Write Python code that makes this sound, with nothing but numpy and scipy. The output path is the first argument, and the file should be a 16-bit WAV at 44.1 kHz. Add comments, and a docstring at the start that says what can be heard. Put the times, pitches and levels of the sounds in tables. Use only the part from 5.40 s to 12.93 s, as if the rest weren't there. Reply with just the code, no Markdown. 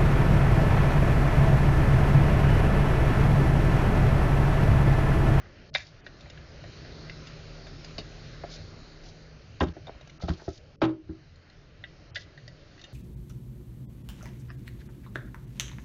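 """Hands work a thin steel rod into a plastic toner drum over a workbench, close to a small camera.
Short clicks and bright crunches ring hollow shell modes throughout, some together with the blows;
a vehicle's drone swells, stays and fades outside. Then tools thump down on the bench, overloading the
camera through the wood, loose parts chatter, a hollow part is set down hard and the drum is turned round.
Street noise lies under it all, with brief dips, and a small cluttered room answers the near sounds."""
import sys
import numpy as np
from scipy import signal
from scipy.fft import rfft, irfft
from scipy.io import wavfile
from scipy.ndimage import uniform_filter1d

SR = 44100
rng = np.random.default_rng(int(sys.argv[2]) if len(sys.argv) > 2 else 0)


def boost(x):
    """Linear amplitude factor 10**(x/20) for a level x in decibels (scalar or array-like)."""
    u = np.asarray(x, float) / 20
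    return 10 ** u


def pcm_store(signal):
    """Save signal as 16-bit PCM."""
    levels = np.round(np.clip(np.atleast_2d(signal), -1, 1) * 32767)
    wavfile.write(sys.argv[1], SR, levels.astype(np.int16).T)


N = 332073


def unit(x):
    """Scale to rms 1."""
    return x / np.sqrt(np.mean(x ** 2))


def shaped(x, db_at):
    """Colour a sound by a function from Hz to dB."""
    hz = np.maximum(np.fft.rfftfreq(len(x), 1 / SR), 1)
    return irfft(rfft(x) * boost(db_at(hz)), len(x))


def walk(rate):
    """Random levels held 1 / rate s and slewed twice; spread 1."""
    hold = int(SR / rate)
    steps = np.repeat(rng.standard_normal(N // hold + 1), hold)
    x = uniform_filter1d(uniform_filter1d(steps, hold), hold)[:N]
    return x / x.std()


def strikes(events, modes, edges_hz, scatter_db, detune, haze_db, haze_t60, rise_ms, reach, firm, bright_db):
    """Each event, a short rough push, rings a low, a main and a high group of modes."""
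    out = np.zeros(N + SR)
    t = np.arange(SR // 3) / SR
    ms_since = 1000 * t[:2048]
    hz, db, t60 = np.transpose(modes)[:, :, None]
    # modes above the last edge fall in no group and stay silent
    group = np.digitize(hz[:, 0], edges_hz) - 1
    low_band = signal.butter(3, edges_hz[:2], "band", fs=SR, output="sos")
    chance = rng.standard_normal((len(events), 2, len(modes), 1))
    rough = rng.standard_normal((len(events), 4, len(t)))
    for event, (gain, tune), noise in zip(events, chance, rough):
        s, main_db, low_db, high_db, rattle_ms, bright_hz, ring, pitch, main_hz = event
        # every push weights and loads the modes a little differently
        mode_hz = hz * np.where(group == 1, pitch, 1)[:, None] * (1 + detune * tune)
        decay = 1000. ** (-t / (ring * t60))
        rings = boost(db + scatter_db * gain) * np.sin(2 * np.pi * mode_hz * t) * decay
        # the push chatters: a few hard grains among many soft ones
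        grains = noise[3, :2048] * np.abs(noise[3, 2048:4096]) ** 1.41
        push = grains * np.exp(-ms_since / max(rattle_ms, .2)) * np.minimum(ms_since / rise_ms, 1)
        # one firm impulse comes at the top of the rise
        impulse = np.arange(len(push)) == int(rise_ms * SR / 1000)
        push = push / np.linalg.norm(push) + firm * impulse
        # an event with more top also reaches higher
        top_hz = np.clip(edges_hz[3] * boost(reach * high_db), 1.39 * bright_hz, 7000)
        main_band = signal.butter(3, main_hz, "band", fs=SR, output="sos")
        high_band = signal.butter(3, [edges_hz[2], top_hz], "band", fs=SR, output="sos")
        i = int(s * SR)
        for g, (band, part_db) in enumerate([(low_band, low_db), (main_band, 0), (high_band, high_db)]):
            # countless small modes blur into a decaying haze between the clear ones
            haze = boost(haze_db[g]) * noise[g] * 1000. 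** (-t / (ring * haze_t60[g]))
            struck = signal.fftconvolve(rings[group == g].sum(0) + haze, push)[:len(t)]
            part = signal.sosfilt(band, struck)
            if g == 2:  # one stretch of the top range stands out
                part = part + boost(bright_db) * signal.lfilter(*signal.iirpeak(bright_hz, 5, SR), part)
            out[i:i + len(t)] += boost(main_db + part_db) * part / np.abs(part).max()
    return out[:N]


def clicks_and_crunches():
    """Rough pushes ring body, main and treble modes of hollow plastic, shortened by the gripping hand."""
    # short clicks and bright crunches, some together with the blows: start_s, main_peak_db,
    # treble_db and body_db (both beside the main peak), rattle_ms, bright_hz (favoured treble)
    short_sounds = [(0.3483, -17, 0.5, -8.5, 1.4, 3860), (0.3555, -19.5, -2.5, -10, 1.7, 3740),
                    (0.663, -33.5, -8.5, -10, 2.9, 3700), (0.8071, -60.5, 17.5, -14, 0.88, 4300),
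                    (0.857, -46, -18, 0, 11, 4260), (0.898, -45.5, 7, -3, 3.3, 5200),
                    (0.9738, -41.5, -3, -24, 0.82, 3040), (1.2379, -45.5, -2.5, 6.5, 2.6, 4350),
                    (1.4456, -46.5, -20, -1.5, 8.7, 2640), (1.696, -30, -7.5, -15, 1.2, 4400),
                    (1.869, -51, 13.5, -14, 1.8, 4400), (2.266, -43, 0, -1, 5.8, 5130),
                    (2.4444, -41.5, 5.5, -5, 3.4, 5310), (2.5796, -40, 13.5, 5.5, 11, 4510),
                    (3.035, -40, -31, 5, 2.2, 2700), (3.046, -56, -21, 23.5, 2.8, 2700),
                    (4.201, -49, 13.5, -7, 3, 4700), (4.2055, -27.5, -1, -12, 2.6, 3400),
                    (4.2365, -43, 3.5, -15, 1.4, 3560), (4.467, -49.5, 9, 9.5, 5, 3680),
                    (4.609, -51.5, 6, 5, 2.7, 4100), (4.6723, -53.5, 6.5, 5, 1.6, 4800),
                    (4.6949, -44, 0.5, -16, 2.2, 4660), (4.8205, -48, 1, 9, 7.5, 4500),
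                    (4.884, -41, 0, -10, 3.7, 3500), (5.416, -32.5, -1, 1, 4, 4220),
                    (5.451, -50, 3.5, -10, 3.3, 4000), (5.9553, -65, 14.5, -5, 4.3, 4250),
                    (6.098, -59, 12, -1, 1.4, 4280), (6.4368, -31.5, -3, -16, 3.5, 2900),
                    (6.755, -27.5, 1, -23, 6.2, 3670), (6.765, -31.5, -7, -10, 3.1, 2900),
                    (6.974, -40.5, -6, -17, 2.4, 4230), (7.0772, -44, 8.5, -3, 0.97, 3750),
                    (7.3766, -48.5, -17, -28, 2.6, 2650), (7.391, -50.5, 4, -28, 6.1, 2640),
                    (7.4128, -56, 15.5, -1, 2.5, 4280), (7.438, -47.5, 12.5, -7, 7.5, 3000)]
    # modes of the hollow shell: mode_hz, level_db, free_t60_s (before the grip)
    shell_modes = [(598, 7, 0.073), (687, 5, 0.04), (1508, -9, 0.07), (1678, -0.5, 0.04), (1867, -3, 0.057),
                   (2028, 0.5, 0.044), (2350, -7.5, 0.076), (2675, -3.5, 0.06), (2876, -5.5, 0.095),
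                   (3196, -8.5, 0.034), (3486, -9, 0.069), (3670, -2.5, 0.06), (3794, -13.5, 0.047),
                   (4164, -10.5, 0.042), (4620, -6, 0.03), (5340, -3, 0.022)]
    grip = 0.68  # share of the free ring time left by the holding hand
    turned_s = 5.5  # the drum is turned round in the hand: its main modes and their range shift
    edges_hz = (500, 1440, 2550, 4400)
    events = []
    for s, main_db, treble_db, body_db, rattle_ms, bright_hz in short_sounds:
        pitch, main_hz = (0.97, (1570, 2120)) if s > turned_s else (1, edges_hz[1:3])
        events.append((s, main_db, body_db, treble_db, rattle_ms, bright_hz, grip, pitch, main_hz))
    return strikes(events, shell_modes, edges_hz, scatter_db=2.5, detune=0.0051,
                   haze_db=(-19, 0, 7), haze_t60=(.05, .055, .045), rise_ms=1.9, reach=0.73,
                   firm=0.65, bright_db=5.5)


def bench_blows():
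    """Tools put down hard ring the bench top in thump, main and clack modes."""
    # blows on the bench: start_s, main_peak_db, thump_db and clack_db (both beside the main peak),
    # ring_factor (times the free ring time)
    tool_blows = [(2.58, -33, -17, -2.5, 0.81), (3.037, -38.5, -12, 14.5, 0.29),
                  (4.205, -20, -1, 1.5, 0.76), (4.216, -14.5, -2.5, -2, 0.44), (4.229, -20, 0, -1.5, 0.26),
                  (4.263, -45.5, 19.5, -18, 1.1), (4.285, -37, 9.5, -16, 0.39), (4.364, -39, -32, 3, 0.35),
                  (4.479, -46.5, -7, 13, 0.077), (4.492, -41, -19, 12, 0.058),
                  (4.545, -50.5, -17, 3.5, 0.51), (4.822, -50, -15, 15.5, 0.16),
                  (4.832, -35, 13, -0.5, 0.84), (4.882, -28, -8, 4, 0.19), (4.895, -26.5, 11.5, -15, 0.7),
                  (4.993, -52, -10, 11, 0.64), (5.017, -43.5, -14, 3, 0.47), (5.077, -25, -2.5, -1.5, 0.54),
                  (5.415, -10, -12.5, 4, 0.64), (5.427, -18, -7.5, 0.5, 1.53), (5.481, -32, -8, -6, 1.5),
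                  (5.69, -36.5, 7, -11, 0.89)]
    # modes of the bench top: mode_hz, level_db, free_t60_s (before the ring factor)
    bench_modes = [(63.6, -14, 0.13), (82, 22.5, 0.17), (117.8, 8.5, 0.24), (171.3, 23, 0.13),
                   (253, -16, 0.22), (313.2, -8, 0.26), (335.6, -20, 0.31), (374, -15, 0.22),
                   (433, -7, 0.033), (547, -7.5, 0.13), (607, -8, 0.15), (667.5, -4.5, 0.09),
                   (795, -4.5, 0.076), (1300, -15.5, 0.024), (1537, -8, 0.035)]
    contact_ms, clack_hz = 4.34, 663
    edges_hz = (45, 190, 430, 1500)
    events = [(s, main_db, thump_db, clack_db, contact_ms, clack_hz, ring, 1, edges_hz[1:3])
              for s, main_db, thump_db, clack_db, ring in tool_blows]
    return strikes(events, bench_modes, edges_hz, scatter_db=3, detune=0.0073,
                   haze_db=(8, 9.5, 8), haze_t60=(.13, .14, .11), rise_ms=2.162, reach=0.07,
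                   firm=0.94, bright_db=-3.0)


def hollow_knocks():
    """A hollow part set down hard: a strong air mode and weaker neighbours, wavering as it rocks."""
    # hollow part set down hard: start_s, level_db (offset to the mode levels)
    set_downs = [(5.419, -6.5), (5.689, -33)]
    # modes of the hollow part: mode_hz, level_db, t60_s
    hollow_modes = [(123.4, -11.5, 0.24), (320.3, 1.5, 0.23), (363.5, -15.5, 0.15)]
    rise_ms = 9.9
    start_s, level_db = np.transpose(set_downs)
    since = np.maximum(np.arange(N) / SR - start_s[:, None], 0)
    ring = 0
    for hz, db, t60 in hollow_modes:
        wave = np.sin(2 * np.pi * hz * since + 0.25 * walk(45))
        ring = ring + boost(db) * 1000. ** (-since / t60) * wave
    knocks = ring * np.minimum(1000 * since / rise_ms, 1)
    return boost(level_db) @ knocks * boost(1.4 * walk(50))


def overloaded(shock):
    """The shock reaches the camera through the wood and flattens there, its top softened."""
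    ceiling = boost(-17.5)
    flat = ceiling * np.tanh(shock / ceiling)
    return signal.lfilter(*signal.butter(1, 4500, fs=SR), flat)


def clatter():
    """Loose parts chatter and scrape: dense tiny ticks of unequal size, in ragged bunches."""
    # bunches of ticks: start_s, end_s, level_db (before the fade), centre_hz, fade_db (reached at the end)
    tick_bunches = [(0.339, 0.511, -41, 4720, -24.5), (0.352, 0.448, -40.5, 2480, -16),
                    (3.099, 3.174, -48.5, 5070, -1.5), (3.635, 3.709, -55.5, 5120, 0.5),
                    (4.204, 4.247, -36, 2930, -11), (4.221, 4.247, -46, 5200, -3),
                    (4.206, 4.244, -30, 1570, -11.5), (4.268, 4.291, -52.5, 1700, -3),
                    (4.27, 4.3, -54.5, 3670, -3.5), (4.801, 4.819, -45.5, 1300, -0.5),
                    (4.811, 4.845, -50, 4740, 2), (4.837, 4.877, -55.5, 4600, -1),
                    (4.875, 4.907, -44.5, 4320, -2.5), (4.9, 4.955, -53.5, 4500, 1),
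                    (4.88, 4.938, -36.5, 1450, -22), (4.969, 5.193, -60, 5260, 1.5),
                    (5.415, 5.469, -38, 3500, -6), (5.416, 5.485, -50.5, 2174, -19),
                    (5.487, 5.526, -57, 3730, -8.5), (6.746, 6.854, -47, 4640, -15.5)]
    size_db = 3.0 * np.minimum(rng.exponential(size=N), 4.2) + 3.7 * walk(220)
    ticks = rng.standard_normal(N) * boost(size_db)
    power = np.mean(ticks ** 2)
    out = np.zeros(N)
    for start, end, db, hz, fade_db in tick_bunches:
        span = slice(int(start * SR), int(end * SR))
        t = np.arange(N)[span] / SR
        gate = np.clip(np.minimum((t - start) / 0.0019, (end - t) / 0.013), 0, 1)
        fade = boost(fade_db * (t - start) / (end - start))
        band = signal.butter(2, [hz / 1.49, hz * 1.144], "band", fs=SR, output="sos")
        bunch = signal.sosfilt(band, ticks[span]) / np.sqrt(power * hz / SR)
        out[span] += boost(db) * gate * fade * bunch
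    return out


def room(x):
    """A small cluttered room: a dense tail, thin in the bass."""
    t60_s, tail_db = 0.23, -18
    t = np.arange(SR // 2) / SR
    tail = rng.standard_normal(len(t)) * 1000. ** (-t / t60_s) * np.minimum(t / 0.0035, 1)
    tail = signal.lfilter(*signal.butter(1, [400, 5000], "band", fs=SR), tail)
    return boost(tail_db) * signal.fftconvolve(x, tail / np.linalg.norm(tail))[:N]


def engine():
    """Uneven firings give lines at multiples of the cycle rate, each wavering through the walls."""
    # lines of the engine: cycle_multiple, level_db (beside the drone level)
    engine_lines = [(1, -5.5), (2, -12.5), (4, 4.5), (6, -7), (7, -13.5), (8, -22), (10, -9.5), (11, -11),
                    (12, -38), (13, -21.5)]
    cycle_hz, drone_db = 38.9, -55.5  # mean rate; level while in front of the building
    arrives_s, leaves_s = 1.44, 3.27
    rise_db_s, fall_db_s = 24.5, 13.5  # swell before, fade after
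    swell_from_s, swell_to_s, swell_db = 2.0, 3.25, 11.7  # the lowest line swells
    t = np.arange(N) / SR
    turn = 2 * np.pi * np.cumsum(cycle_hz * (1 + 0.00614 * walk(2))) / SR
    swell = swell_db * np.clip(np.minimum(t - swell_from_s, swell_to_s - t) / .1, 0, 1)
    lines = 0
    for k, line_db in engine_lines:
        line_level = boost(line_db + swell * (k == 1) + 1.2 * walk(5.8))
        lines = lines + line_level * np.sin(k * turn + 0.44 * walk(7.3))
    before, after = np.maximum(arrives_s - t, 0), np.maximum(t - leaves_s, 0)
    return np.sqrt(2) * lines * boost(drone_db - rise_db_s * before - fall_db_s * after)


def street():
    """Rumble, roar and hiss swell as traffic goes by; six slices of each flicker a little alone."""
    # street noise in the room: time_s, roar_db, hiss_db (levels)
    street_levels = [(0.0, -54.5, -66.5), (0.48, -58.5, -65.5), (1.49, -50.5, -56), (2.58, -51.5, -56),
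                     (3.21, -53, -56.5), (4.11, -57, -64.5), (4.76, -58.5, -66.5), (5.01, -58, -63),
                     (5.14, -60.5, -67), (5.41, -60, -71), (5.58, -67, -77.5), (5.77, -61.5, -68.5),
                     (5.91, -62.5, -70), (6.5, -58.5, -67.5), (7.53, -58.5, -64)]
    # colour of the street noise, relative within each range: colour_hz, density_db (per Hz)
    street_colour = [(12, -38.5), (20, 0.5), (43, 1.5), (123, 2), (154, 0.5), (187, -9), (313, -13),
                     (476, -16), (579, -14.5), (923, -27), (1400, -22), (3230, -27), (4230, -19.5),
                     (6430, -29.5), (7090, -38), (9220, -75.5), (15600, -120)]
    s, roar_db, hiss_db = np.transpose(street_levels)
    rumble_db = -49.5 + 0.61 * (roar_db + 55.0)  # the rumble follows the roar in part
    hz, db = np.transpose(street_colour)
    # level_db, flicker_db, low_hz, high_hz
    ranges = [(rumble_db, 2.6, 18, 275), (roar_db, 1.6, 275, 3250), (hiss_db, 1.6, 3250, 7400)]
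    out = 0
    for level_db, flicker_db, lo, hi in ranges:
        edges = np.geomspace(lo, hi, 7)
        band = 0
        for a, b in zip(edges, edges[1:]):
            def slice_db(f):
                return np.where((f >= a) & (f < b), np.interp(np.log(f), np.log(hz), db), -200)
            band = band + boost(flicker_db * walk(13)) * shaped(rng.standard_normal(N), slice_db)
        out = out + unit(band) * boost(np.interp(np.arange(N) / SR, s, level_db))
    return out


def dipped(x):
    """The range above a given frequency falls away for a moment, then returns."""
    # brief dips of the background: start_s, end_s, above_hz, depth_db
    background_dips = [(0.301, 0.334, 680, -28), (0.608, 0.644, 3600, -14), (4.325, 4.337, 890, -15),
                       (4.782, 4.797, 2830, -39), (5.359, 5.41, 573, -22.5), (6.708, 6.745, 3270, -20)]
    t = np.arange(N) / SR
    for start, end, hz, db in background_dips:
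        gate = np.clip(np.minimum(t - start, end - t) / 0.0015, 0, 1)
        upper = shaped(x, lambda f: np.where(f > hz, 0, -200))
        x = x - gate * (1 - boost(db)) * upper
    return x


def scene():
    """Close handling with its room tail over the street."""
    near = clicks_and_crunches() + overloaded(bench_blows() + hollow_knocks()) + clatter()
    background = dipped(street() + engine())
    return (near + room(near) + background)[None]


def top_cut(x):
    """Nothing passes above the cut-off."""
    return signal.sosfilt(signal.butter(12, 7240, fs=SR, output="sos"), x)


def record(dry):
    """The camera cuts the top steeply above 7250 Hz."""
    cut = signal.sosfilt(signal.ellip(10, .3, 60, 7250, fs=SR, output="sos"), dry)
    return top_cut(cut)


dry = scene()
out = record(dry)
pcm_store(out)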